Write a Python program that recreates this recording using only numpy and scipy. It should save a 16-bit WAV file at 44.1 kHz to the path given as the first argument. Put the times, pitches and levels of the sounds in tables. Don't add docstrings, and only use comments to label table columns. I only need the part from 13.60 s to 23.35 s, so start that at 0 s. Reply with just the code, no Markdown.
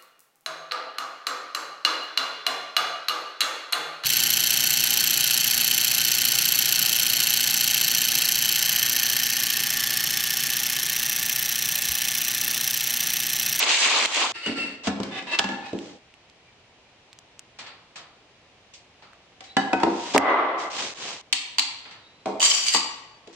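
import sys
import numpy as np
from scipy import signal
from scipy.fft import rfft, irfft, next_fast_len
from scipy.io import wavfile

SR = 44100
rng = np.random.default_rng(int(sys.argv[2]) if len(sys.argv) > 2 else 0)


def master(y):
    cut = np.clip(np.atleast_2d(y).T, -1, 1)
    pcm = np.round(cut * 32767)
    wavfile.write(sys.argv[1], SR, pcm.astype(np.int16))


N = 429975
TIME = np.arange(N) / SR
HIT_TIME = TIME[:SR]


def amp(db):
    return 10 ** (np.asarray(db) / 20)


def rms_one(x):
    return x / np.sqrt(np.mean(x ** 2) + 1e-20)


def unit_blow(x):
    return x / np.sqrt(np.mean(x ** 2) * x.shape[-1] / (.01 * SR))


def at_hz(points, hz):
    table_hz, value = np.transpose(points)
    return np.interp(np.log(np.maximum(hz, 1)), np.log(table_hz), value)


def pan(db):
    return amp(np.array([[db], [-db]]) / 2)


def drift(rate_hz):
    draws = np.clip(rng.standard_normal(N // 8), -2.2, 1.6)
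    return np.interp(TIME * rate_hz, np.arange(N // 8), draws)


def colour(x, spectrum):
    size = next_fast_len(x.shape[-1] // 2 + 2048) * 2
    hz = np.maximum(np.arange(size // 2 + 1) * SR / size, 5)
    octaves_beyond = np.abs(np.log2(hz / np.clip(hz, spectrum[0][0], spectrum[-1][0])))
    cepstrum = irfft(np.log(amp(at_hz(spectrum, hz) - 20 * octaves_beyond)))
    cepstrum[1:size // 2] *= 2
    cepstrum[size // 2 + 1:] = 0
    response = np.exp(rfft(cepstrum))
    return irfft(rfft(x, size) * response)[..., :x.shape[-1]]


# frequency in Hz, side over mid in dB.
WIDTH = [(60, -15), (250, -16), (500, -11), (1000, -7), (2000, -3), (4000, 1.5), (12000, 1.5)]


def stereo_noise(size):
    padded = next_fast_len(size)
    mid, side = rfft(rng.standard_normal((2, padded)))
    width = amp(at_hz(WIDTH, np.arange(len(mid)) * SR / padded))
    left_right = np.array([mid + width * side, mid - width * side]) / np.hypot(1, width)
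    return irfft(left_right, padded)[:, :size]


def add(out, s, sound):
    start = max(round(s * SR), 0)
    out[:, start:start + sound.shape[1]] += sound[:, :N - start]


def burst(spectrum, t60, rise=0.00084):
    envelope = amp(-60 * HIT_TIME / t60) * (1 - np.exp(-HIT_TIME / rise))
    return unit_blow(colour(stereo_noise(len(HIT_TIME)) * envelope, spectrum))


def ring(modes, scatter_db=4.5, detune=.012):
    out = 0
    for (hz, db, t60), (weight, load, turn) in zip(modes, rng.standard_normal((len(modes), 3))):
        lead = np.array([[1], [-1]]) * np.arctan(amp(at_hz(WIDTH, hz))) * np.sign(turn)
        wave = np.sin(2 * np.pi * hz * (1 + detune * load) * HIT_TIME + lead)
        decay = amp(db + scatter_db * weight - 60 * HIT_TIME / t60)
        out = out + np.sign(load) * decay * wave
    onset = (1 - np.exp(-HIT_TIME * modes[0][0] * 2)) ** 2
    return unit_blow(out * onset)


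def friction(spectrum, grain_db, slips_hz):
    return rms_one(colour(stereo_noise(N) * amp(grain_db * drift(slips_hz)), spectrum))


def resonate(x, peaks):
    out = 0
    for hz, width, db in peaks:
        r = np.exp(-np.pi * width / SR)
        zeros = [(1 - r * r) / 2, 0, (r * r - 1) / 2]
        poles = [1, -2 * r * np.cos(2 * np.pi * hz / SR), r * r]
        out = out + amp(db) * signal.lfilter(zeros, poles, x)
    return rms_one(out)


def held(s, length, edge_s):
    return np.clip(np.minimum(TIME - s, s + length - TIME) / edge_s, 0, 1)


GRIP_S = 0.00073


def stroke(s, length, peak_at, db, swell_db, roundness):
    peak = s + length * np.clip(peak_at, .02, .98)
    gain = held(s, length, GRIP_S)
    on = gain > 0
    from_peak = np.interp(TIME[on], [s, peak, s + length], [1, 0, 1])
    gain[on] *= amp(db - swell_db * from_peak ** roundness)
    return gain


def strokes(rows, swell_db, roundness):
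    return sum(stroke(*row, swell_db, roundness) for row in rows)


# frequency in Hz, relative density in dB per Hz.
AIR = [(26, -10.5), (45, -8.5), (110, -0.5), (158, -4.5), (291, -5.5), (411, -4.5), (525, -4.5), (706, -4),
       (1440, -11), (2350, -7), (2940, -7.5), (6440, -18.5), (10800, -37.5), (12500, -68.5), (14500, -43.5),
       (16000, -57)]


def still_air():
    return amp(-56.5) * rms_one(colour(stereo_noise(N), AIR))


# frequency in Hz, t60 in seconds.
SHOP_T60 = [(100, 0.84), (300, 0.82), (1000, 0.89), (4000, 0.67), (8000, 0.47), (15000, 0.26)]
# frequency in Hz, relative level in dB, t60 in seconds.
SHOP_MODES = [(201.4, 10.5, 0.45), (276.2, 4.5, 0.69), (341.6, 9, 0.65), (433, -0.5, 0.65), (801, -9, .5)]
# frequency in Hz, relative level in dB.
SHOP_COLOUR = [(100, -2), (200, -2), (400, -2), (1000, 1.5), (3000, -0.5), (8000, -0.5), (16000, -10)]


def workshop(x):
    noise, tail = rfft(stereo_noise(SR)), 0
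    hz, centres = np.arange(noise.shape[1]), 125 * 2. ** np.arange(8)
    for centre, share in zip(centres, np.eye(len(centres))):
        band = irfft(noise * at_hz(np.c_[centres, share], hz), SR)
        tail = tail + band * amp(-60 * HIT_TIME / at_hz(SHOP_T60, centre))
    tail = tail * np.clip((HIT_TIME - .005) / 0.0035, 0, 1)
    tail = colour(tail / np.sqrt(np.sum(tail ** 2) / 2), SHOP_COLOUR)
    for mode_hz, db, t60 in SHOP_MODES:
        decay = amp(-60 * HIT_TIME / t60)
        tail = tail + amp(db) * 2 * decay / decay.sum() * np.sin(2 * np.pi * mode_hz * HIT_TIME)
    return signal.fftconvolve(x, tail, axes=1)[:, :N]


# start in seconds, length in seconds,
# peak as a share of the length, level before wavering in dB, nominal first and last pitch in Hz.
SQUEALS = [(2.82, 0.14, 0.37, -63, 2420, 2300), (3.25, 0.05, 0.5, -57, 2420, 2370),
           (5.863, 0.11, 0.4, -50.5, 3870, 4000), (8.407, 0.27, 0.42, -55.5, 3730, 3990)]


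def squeals():
    out = 0
    for s, length, peak_at, db, from_hz, to_hz in SQUEALS:
        progress = np.clip((TIME - s) / length, 0, 1)
        glide = from_hz + (to_hz - from_hz) * np.sin(np.pi / 2 * progress)
        pitch = glide * (1 + 0.028 * drift(1100))
        phase = 2 * np.pi * np.cumsum(pitch) / SR + np.array([[0], [1.2]])
        gain = stroke(s, length, peak_at, db, swell_db=14, roundness=1.7) * amp(5.8 * drift(70))
        out = out + gain * np.sin(phase)
    return out


# start in seconds, length in seconds,
# peak as a share of the length, level in dB.
BRUSHES = [(1.235, 0.063, 0.65, -30), (2.1, 0.29, 0.53, -48), (6.284, 0.25, 1, -35),
           (6.533, 0.031, 0.48, -24), (6.977, 0.12, 0.21, -37.5), (7.1, 0.24, 0.45, -28.5),
           (7.345, 0.27, 0.41, -33)]
# start in seconds, relative levels in dB of the whole,
# the body and the sticky fizz.
SMEARS = [(3.987, -27.5, -13.5, -17), (4.063, -30, -15, -24), (4.357, -30, -12, -14),
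          (5.136, -48.5, -35, 1), (5.422, -40, -7.5, -24), (5.838, -37.5, -32, -14),
          (8.252, -32, -13.5, -34), (8.308, -33, -15, -21), (9.727, -45, -25, -9)]
# frequency in Hz, relative density in dB per Hz.
HAND = [(150, -7.5), (250, -4.5), (436, -1.5), (476, -1), (1080, 0), (1470, -4.5), (3010, 2), (6700, -3.5),
        (8550, -13), (10000, -41.5), (14400, -57), (16000, -87)]
SMEAR = [(710, -12), (1200, -22), (1680, 3.5), (4760, 0.5), (6750, -41), (8370, -26.5), (13000, -90),
         (14000, -68)]
SMEAR_BODY = [(150, -10), (350, -10), (800, -2), (1400, 0), (2500, -50)]
FIZZ = [(2500, 1.5), (5500, 2), (8000, -4), (10000, -33)]


def hands():
    out = strokes(BRUSHES, swell_db=13.5, roundness=1.8) * friction(HAND, grain_db=1.5, slips_hz=581)
    for s, db, body_db, fizz_db in SMEARS:
        rub = amp(-9.0) * burst(SMEAR, t60=0.5, rise=0.00042)
        body = amp(body_db) * burst(SMEAR_BODY, t60=0.69, rise=0.0011)
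        fizz = amp(fizz_db + 4.0) * burst(FIZZ, t60=0.25, rise=0.0014)
        add(out, s, amp(db + 2.5) * (rub + body + fizz))
    return out


# start in seconds, length in
# seconds.
PAPER_SPANS = [(0.0, 0.463), (0.465, 0.256)]
# time in seconds, relative level of the hiss in dB and of the body in
# dB.
PAPER_LEVELS = [
    [(0.04, -23, -32.5), (0.056, -28, -34), (0.098, -20.5, -30.5), (0.172, -23.5, -36.5),
     (0.244, -20.5, -31.5), (0.3, -23.5, -32), (0.368, -22, -30), (0.378, -23.5, -31.5), (0.45, -24, -30)],
    [(0.47, -33.5, -44), (0.488, -34.5, -38), (0.554, -25.5, -35), (0.57, -24.5, -29),
     (0.608, -24.5, -29.5), (0.626, -24, -26), (0.698, -32, -35), (0.715, -33.5, -38)],
]
# frequency in Hz, relative density in dB per Hz.
PAPER_BODY = [(59, -45), (100, -48), (221, -13.5), (258, -6), (335, -3), (368, -4.5), (467, -1.5),
              (1100, 5), (1700, -4), (2210, -41), (3740, -120)]
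PAPER_HISS = [(820, -33), (1400, -11), (1820, -6), (2240, -1), (3100, -1), (4660, -5), (5320, -10),
              (6870, -7.5), (8500, -12), (9420, -19), (10100, -55), (14300, -20), (16000, -41)]
SHEET_HZ = np.geomspace(900, 7000, 12)
CREASES_PER_S = 750
CREASE_CYCLES = 5.4


def paper():
    size, out = len(HIT_TIME), np.zeros((2, N))
    body = rms_one(colour(stereo_noise(size) * amp(1.9 * drift(90.4)[:size]), PAPER_BODY))
    slide, creases = 0, 0
    for hz in SHEET_HZ:
        flutter = amp(2.6 * drift(45)[:size])
        slide = slide + flutter * np.sqrt(hz) * resonate(stereo_noise(size), [(hz, hz * 0.32, 0)])
        chance = flutter * CREASES_PER_S / len(SHEET_HZ) / SR
        strength = amp(5.3 * rng.standard_normal((2, size)).clip(-2, 1.5))
        buckles = (rng.random(size) < chance) * strength
        creases = creases + np.sqrt(hz) * resonate(buckles + 1e-18, [(hz, hz / CREASE_CYCLES, 0)])
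    hiss = rms_one(colour(rms_one(slide) + amp(-6.5) * rms_one(creases), PAPER_HISS))
    for (s, length), levels in zip(PAPER_SPANS, PAPER_LEVELS):
        at, hiss_db, body_db = np.transpose(levels)
        hiss_gain = amp(np.interp(HIT_TIME, at, hiss_db) + 2.0)
        body_gain = amp(np.interp(HIT_TIME, at, body_db) + 0.96)
        add(out, 0, held(s, length, GRIP_S)[:size] * (hiss_gain * hiss + body_gain * body))
    return out


# start in seconds,
# relative level in dB, left over right in dB, pitch in Hz.
SNAPS = [(0.0284, -4.5, -3, 2850), (0.043, -31, 0, 2800), (0.364, -19, -2, 2900), (0.458, -9.5, -11, 4140),
         (0.5495, -15, 0, 2200), (0.8636, -24, 1, 2900), (0.8726, -23, 0, 2970), (1.433, -25.5, 25, 4330),
         (1.789, -3, 0, 4480), (1.792, -6.5, -12, 3220), (1.7937, -8, 0, 3000), (2.189, -24.5, -5, 3360),
         (2.54, -37, -5, 2620), (2.699, -37, -2, 4530), (3.53, -29.5, -5, 4200), (3.5888, -27.5, 2, 6060),
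         (3.7935, -20.5, 2, 7160), (5.533, -36.5, 0, 1350), (5.9712, -16, -1, 3100), (6.234, -22, 0, 2500),
         (6.5796, -1.5, -2, 1940), (6.5793, -4.5, -4, 13000)]
# frequency in Hz, relative level in dB.
SNAP = [(200, -16), (1000, -3), (2700, 8), (5000, 5), (8000, 6.5), (11000, -10), (16000, -12)]
SPLINTER_DB = -27.5


def snaps():
    out = np.zeros((2, N))
    for s, db, side_db, hz in SNAPS:
        cycles = np.sin(2 * np.pi * hz * HIT_TIME + [[0], [.4]]) * np.exp(-HIT_TIME * hz)
        pulse = colour(cycles, SNAP)
        click = pulse / np.abs(pulse).max() + amp(SPLINTER_DB) * burst(SNAP, t60=0.021, rise=.0001)
        add(out, s, amp(db) * pan(side_db) * click)
    return out


# start in seconds, length in seconds,
# peak as a share of the length, relative level in dB.
SHOVES = [(8.797, 0.095, 0.48, -18), (8.86, 0.26, 0.16, -24.5), (9.048, 0.075, 0.5, -25),
          (9.117, 0.067, 0.31, -20.5)]
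# frequency in Hz, width in Hz, relative level in dB.
JAW_PEAKS = [
    [(1050, 61, -7), (3080, 64, 4), (4700, 120, -2), (6000, 40, 4), (6760, 45, 1), (6940, 40, 0),
     (7530, 190, -1)],
    [(1130, 35, -13), (2330, 49, -9), (3050, 54, 2), (4680, 81, 3), (5650, 50, 4), (6800, 200, -4.5),
     (7660, 88, -4)],
    [(2330, 41, -6), (3000, 150, -8), (4740, 43, -5), (6200, 43, 2), (6870, 41, -4), (8040, 210, -9)],
    [(1980, 90, 2), (2950, 70, -8), (4140, 80, -7), (4760, 41, 5), (7470, 180, 0.5), (9100, 150, -9)],
]
# start in seconds, relative levels in dB of the whole, the bar's ring
# and the jaw's ring, left over right in dB, pitch of the jaw in Hz.
CLACKS = [(7.7266, -5, -53, -8.5, -3.5, 3200), (7.7307, -8, -38, -9, 2.5, 4320),
          (7.9837, -6.5, -41, -2, -1.5, 4620), (7.9935, -5, -35, -8, -0.5, 4300),
          (8.8037, -20, -30, 6.5, -3, 2970), (8.8165, -12, -28, -3, 0, 2970),
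          (8.8272, -9.5, -14, 1, 3, 6780), (8.8385, -15, -30, 3, 2, 7430), (8.8526, -14, -28, 8, -4, 7400),
          (8.8608, -15, -30, 0, -7, 3060), (8.8998, -17.5, -29, 6, 5, 6950),
          (8.9155, -14.5, -30, 6, -4, 3070), (8.9478, -19.5, -23, 7, 5, 6900),
          (8.976, -20, -28, 2, 5, 5700), (9.0648, -16.5, -33, -1, 3, 4800), (9.0827, -15, -30, 3, -3, 4700),
          (9.0922, -18, -35, 1, 2, 4800), (9.138, -11, -23, -11, 1, 4750),
          (9.147, -7.5, -12.5, -9, 2.5, 4600), (9.1621, -14, -12.5, -10, -1, 4750),
          (9.17, -14, -26, -13, -4, 7460)]
# nominal frequency in Hz, relative level in dB, t60 in seconds.
BAR_MODES = [(1108, -3.5, 0.098), (1166, -7, 0.15), (1925, -7.5, 0.1), (2960, -6, .1), (4620, -4, 0.2),
             (4700, -5.5, 0.25), (5780, -6, 0.19), (7000, -2.5, 0.11), (7500, -10, 0.12), (8450, -8, 0.12)]
# frequency in Hz, relative density in dB per Hz.
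RASP = [(410, -50), (700, -19), (1120, -18.5), (1560, -15), (2660, -3), (2990, -6), (3370, -8),
        (4730, -2.5), (5260, -5.5), (7200, -5.5), (9480, -13.5), (10100, -64), (14800, -19), (16000, -42)]
STEEL = [(120, -25), (200, -52), (273, -13.5), (482, -31.5), (836, -11.5), (1620, -14.5), (2300, -2.5),
         (2560, -2), (4270, -1.5), (5420, -10), (7680, -7), (9400, -19), (11700, -64.5), (14600, -20),
         (16000, -35)]
TEETH_PER_S = 260


def clamps():
    tooth = np.cumsum(TEETH_PER_S * amp(2.2 * drift(80))) / SR % 1
    chatter = rms_one(friction(RASP, grain_db=3.0, slips_hz=347.0) * amp(-13.0 * tooth))
    rasps = 0
    for row, peaks in zip(SHOVES, JAW_PEAKS):
        rasp = amp(-3.0) * chatter + amp(-2.0) * resonate(chatter, peaks)
        rasps = rasps + stroke(*row, swell_db=18.5, roundness=1.73) * rasp
    out = pan(2.2) * rasps
    for s, db, ring_db, jaw_db, side_db, hz in CLACKS:
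        contact = burst(STEEL, t60=0.026, rise=0.00016)
        jaw = amp(jaw_db) * unit_blow(resonate(contact, [(hz, 150, 0)]))
        bar = amp(ring_db + 2.5) * ring(BAR_MODES, scatter_db=0.5, detune=0.0012)
        add(out, s, amp(db) * pan(side_db) * (amp(-13.0) * (contact + jaw) + bar))
    return out


# start in seconds, length in seconds,
# peak as a share of the length, level before wavering in dB, nominal starting pitch in Hz, lower tone in dB.
SQUEAKS = [(0.831, 0.053, 0.69, -25.5, 2920, -19), (0.969, 0.12, 0.34, -27, 2740, -20),
           (6.685, 0.063, 0.28, -23, 2035, -23)]
SQUEAK_SAG_HZ_PER_S = 542


def squeaks():
    out = 0
    for s, length, peak_at, db, hz, half_db in SQUEAKS:
        sagging = hz - SQUEAK_SAG_HZ_PER_S * np.clip(TIME - s, 0, length)
        pitch = sagging * (1 + 0.0183 * drift(600))
        phase = 2 * np.pi * np.cumsum(pitch) / SR + np.array([[0], [1.4]])
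        gain = stroke(s, length, peak_at, db, swell_db=12.5, roundness=0.98) * amp(4.5 * drift(150))
        on = gain > 0
        main, lower, overtone = (np.sin(phase[:, on] * ratio) for ratio in (1, 0.52, 3))
        tone = np.zeros((2, N))
        tone[:, on] = main + amp(half_db) * lower + amp(-30.0) * overtone
        out = out + gain * tone
    return out


# start in seconds, length in seconds, peak as a share of the length, relative level in dB.
RUBS = [(1.511, 0.11, 0.6, -24), (1.669, 0.1, 0.79, -20), (2.001, 0.14, 0.51, -31)]
SCRAPES = [(0.738, 0.15, 0.13, -43), (0.815, 0.17, 0.42, -38.5), (0.955, 0.21, 0.13, -39)]
DRAGS = [(6.56, 0.53, 0.25, -18)]
# frequency in Hz, width in Hz,
# relative level in dB.
RUB_PEAKS = [
    [(775, 30, 5), (1167, 26, -3), (1480, 29, -5), (1700, 28, -2), (2015, 46, -5), (2600, 230, -10),
     (2980, 41, -7), (3540, 50, -3), (3660, 70, -10)],
    [(658, 24, -5), (962, 20, 5), (1150, 25, -6), (1720, 42, -9), (2016, 55, -12), (2670, 46, 2),
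     (3150, 38, -9), (3770, 40, -2), (4360, 53, -11)],
    [(809, 9.7, 15.5), (1745, 16, -4), (2515, 30, -2.5), (3900, 42, -9)],
]
SCRAPE_PEAKS = [(940, 36, 0), (1370, 30, 13.5), (1840, 160, 1), (2150, 160, -1), (2690, 140, 9.5),
                (3740, 80, 0), (4460, 240, 6.5), (4940, 71, 0), (7550, 120, 8), (8500, 210, 7)]
DRAG_PEAKS = [(683, 13, 2.5), (1153, 39, -2.5), (2020, 63, 15), (2890, 38, -29), (3430, 47, -34)]
# frequency in Hz, relative density in dB per Hz.
RUBBING = [(180, -49), (300, -5), (787, -13), (1300, -12), (2030, -4.5), (2310, -6), (2670, -6),
           (4800, -11.5), (5500, -14.5), (9000, -25.5), (11500, -74), (14000, -86)]
DRAGGING = [(71, -64), (120, -44), (291, -7.5), (388, -5.5), (656, -2), (924, -4.5), (1150, 1),
            (1650, -12.5), (2080, -13.5), (2410, -18), (3520, -23.5), (6620, -51.5), (9000, -71),
            (11700, -113), (19800, -120)]


def sliding_wood():
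    slips = friction(RUBBING, grain_db=-0.5, slips_hz=383)
    stutter = slips * amp(2.0 * drift(130))
    rubs = 0
    for row, peaks in zip(RUBS, RUB_PEAKS):
        rub = amp(-12.0) * stutter + amp(-7.5) * resonate(stutter, peaks)
        rubs = rubs + stroke(*row, swell_db=13.0, roundness=1.1) * rub
    scrape = amp(1.5) * slips + amp(4.0) * resonate(slips, SCRAPE_PEAKS)
    scrapes = strokes(SCRAPES, swell_db=17.5, roundness=1.28) * scrape
    judder = friction(DRAGGING, grain_db=1.5, slips_hz=238.0)
    drag = amp(-2.0) * judder + amp(-11.5) * resonate(judder, DRAG_PEAKS)
    drags = strokes(DRAGS, swell_db=15.0, roundness=0.93) * drag
    return rubs + scrapes + drags + squeaks()


# start in seconds, what lands, relative level of the whole in dB,
# crack in dB, its own ring in dB, share sent to the room in dB.
KNOCKS = [(0.861, "bundle", -33.5, 1.5, -6, -20), (0.871, "bundle", -32.5, -2, -15, -8),
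          (0.887, "bundle", -27.5, -20, -18, -2.5), (0.976, "bundle", -35.5, -18, -27, -4.5),
          (1.038, "bundle", -35, -27, -23, -6), (1.271, "bundle end", -21.5, -4, -11, -5),
          (1.299, "bundle end", -33, -8, -16, -2), (1.4, "bundle end", -26.5, -9.5, -35, -5.5),
          (1.435, "bundle", -37.5, 1, -9.5, 1), (1.623, "bundle", -42, 0, -21, -1),
          (1.791, "bundle end", -33.5, 15.5, 13, -7.5), (1.841, "bundle end", -31.5, 2, 6, -6),
          (1.889, "bundle", -37.5, 3.5, 9, -0.5), (1.919, "bundle", -38.5, -6, 3.5, 0.5),
          (2.13, "bundle", -25.5, -19, -36, -6), (2.331, "bundle", -47, -30, -30, -22),
          (5.806, "second bundle", -57, 16.5, 12.5, -3.5), (5.967, "second bundle", -21, -1.5, 8, -5.5),
          (6.1304, "block", -19, -10, 2.5, -7.5), (6.2, "block", -40, 2, -9, 3.5),
          (6.2325, "block", -20, -6.5, 2.5, -7.5), (6.265, "block", -20.5, -40, -6.5, -3.5),
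          (6.546, "block", -16, -13.5, -14, -15), (6.56, "block", -21, -3.5, 6.5, -10),
          (8.657, "clamp", -25.5, -9.5, 3.5, -0.5), (9.146, "block", -33.5, 5.5, -14, -6.5),
          (9.673, "clamp", -46.5, 0, 0.5, -3)]
# nominal frequency in Hz,
# relative level in dB, t60 in seconds.
STRIP_MODES = [(805, 5.5, 0.2), (850, 1, 0.09), (893, 1, 0.17), (1004, -4, 0.11), (1380, -7, .12),
               (1694, 1.5, 0.13), (1740, 4, 0.15), (2720, -6, 0.12), (2960, 5, 0.034), (3811, -6, 0.12),
               (4440, -9, 0.06)]
SECOND_MODES = [(772, 6.5, 0.18), (809, 1, 0.2), (1380, -8.5, .09), (1662, -4.5, 0.2), (1728, -3.5, 0.11),
                (2000, -6, .04), (2975, -4, 0.064), (3830, -15, 0.1), (4740, -16, 0.11)]
BLOCK_MODES = [(636, 2, 0.09), (732, -8, .12), (850, -6.5, 0.07), (939, 10, 0.085), (1513, -6, 0.15),
               (1974, -5, 0.07), (2540, -8.5, 0.045)]
CLAMP_MODES = [(290, -3, 0.13), (345.4, 2.5, 0.16), (422, 5, 0.14), (490, 0, .1), (640, 1, .07),
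               (744, -8, 0.1), (1072, -13, .18)]
FRAME_MODES = [(64.5, 0.015, 0.11), (89, 0, 0.29), (121, 0.011, .14)]
BENCH_MODES = [(195, -5, 0.16), (246.3, -4.5, .11), (273.8, -5, 0.17), (345, -3.5, 0.12),
               (433.6, -2.5, 0.14), (488, -10.5, 0.076), (626, -9.5, 0.11)]
LOADS = {"bundle": (244, 0.18, -6.5, -34, STRIP_MODES), "bundle end": (209, 0.089, -1.1, -19, STRIP_MODES),
         "second bundle": (300, 0.11, 0.5, -36.5, SECOND_MODES),
         "block": (317, 0.078, 6, -27.5, BLOCK_MODES), "clamp": (412, 0.18, -11, -37, CLAMP_MODES)}
# multiple of the thud centre, relative level in dB.
THUD = [(.1, -31), (.2, -24.5), (.45, -12.5), (.7, -7), (1, 2.5), (1.5, -3.5), (2.6, -8), (4.5, -36.5),
        (12, -62.5)]
# frequency in Hz, relative level in dB.
CLATTER = [(200, -18.5), (600, 6.5), (1000, 5), (1400, -2.5), (2200, -8.5), (4000, -21)]
CRACK = [(400, -29), (1500, 2.5), (3000, 5), (5000, 0.5), (8500, -8.5), (10500, -48), (16000, -41.5)]
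CLATTER_FOLLOWS = 0.65


def knocks():
    out, to_room = np.zeros((2, 2, N))
    for s, load, db, crack_db, ring_db, room_db in KNOCKS:
        thud_hz, thud_t60, clatter_db, frame_db, modes = LOADS[load]
        shape = np.array(THUD) * [thud_hz, 1]
        bench_modes = [(hz, mode_db + at_hz(shape, hz), t60) for hz, mode_db, t60 in BENCH_MODES]
        thud = amp(0.5) * burst(shape, t60=thud_t60, rise=0.0004)
        bench = amp(-2.0) * ring(bench_modes, scatter_db=3.0, detune=0.0063)
        frame = amp(frame_db) * ring(FRAME_MODES, scatter_db=0.5)
        clatter = amp(clatter_db + CLATTER_FOLLOWS * crack_db) * burst(CLATTER, t60=0.051)
        own = amp(ring_db - 2.5) * ring(modes, scatter_db=5.0, detune=0.0019)
        crack = amp(crack_db - 2.0) * burst(CRACK, t60=0.03, rise=0.00072)
        blow = amp(db) * (thud + bench + frame + clatter + own + crack)
        add(out, s, blow)
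        add(to_room, s, amp(room_db) * blow)
    return out, to_room


DIP_S, DIP_LENGTH_S, DIP_FADE_S = 2.4, 0.26, 0.03


def scene():
    wood, wood_to_room = knocks()
    steel, clicks, slides = clamps(), snaps(), sliding_wood()
    echo = workshop(wood_to_room + amp(-5.0) * steel + amp(-42.5) * clicks + amp(-8.5) * slides)
    echo = echo * (1 - held(DIP_S - DIP_FADE_S, DIP_LENGTH_S + 2 * DIP_FADE_S, DIP_FADE_S))
    return still_air() + echo + squeals() + hands() + paper() + clicks + steel + slides + wood


STOPBAND_HZ = 16800


def record(dry):
    lowpass = signal.cheby2(14, 60, STOPBAND_HZ, fs=SR, output="sos")
    return signal.sosfilt(lowpass, np.clip(dry, -1, 1))


dry = scene()
out = record(dry)
master(out)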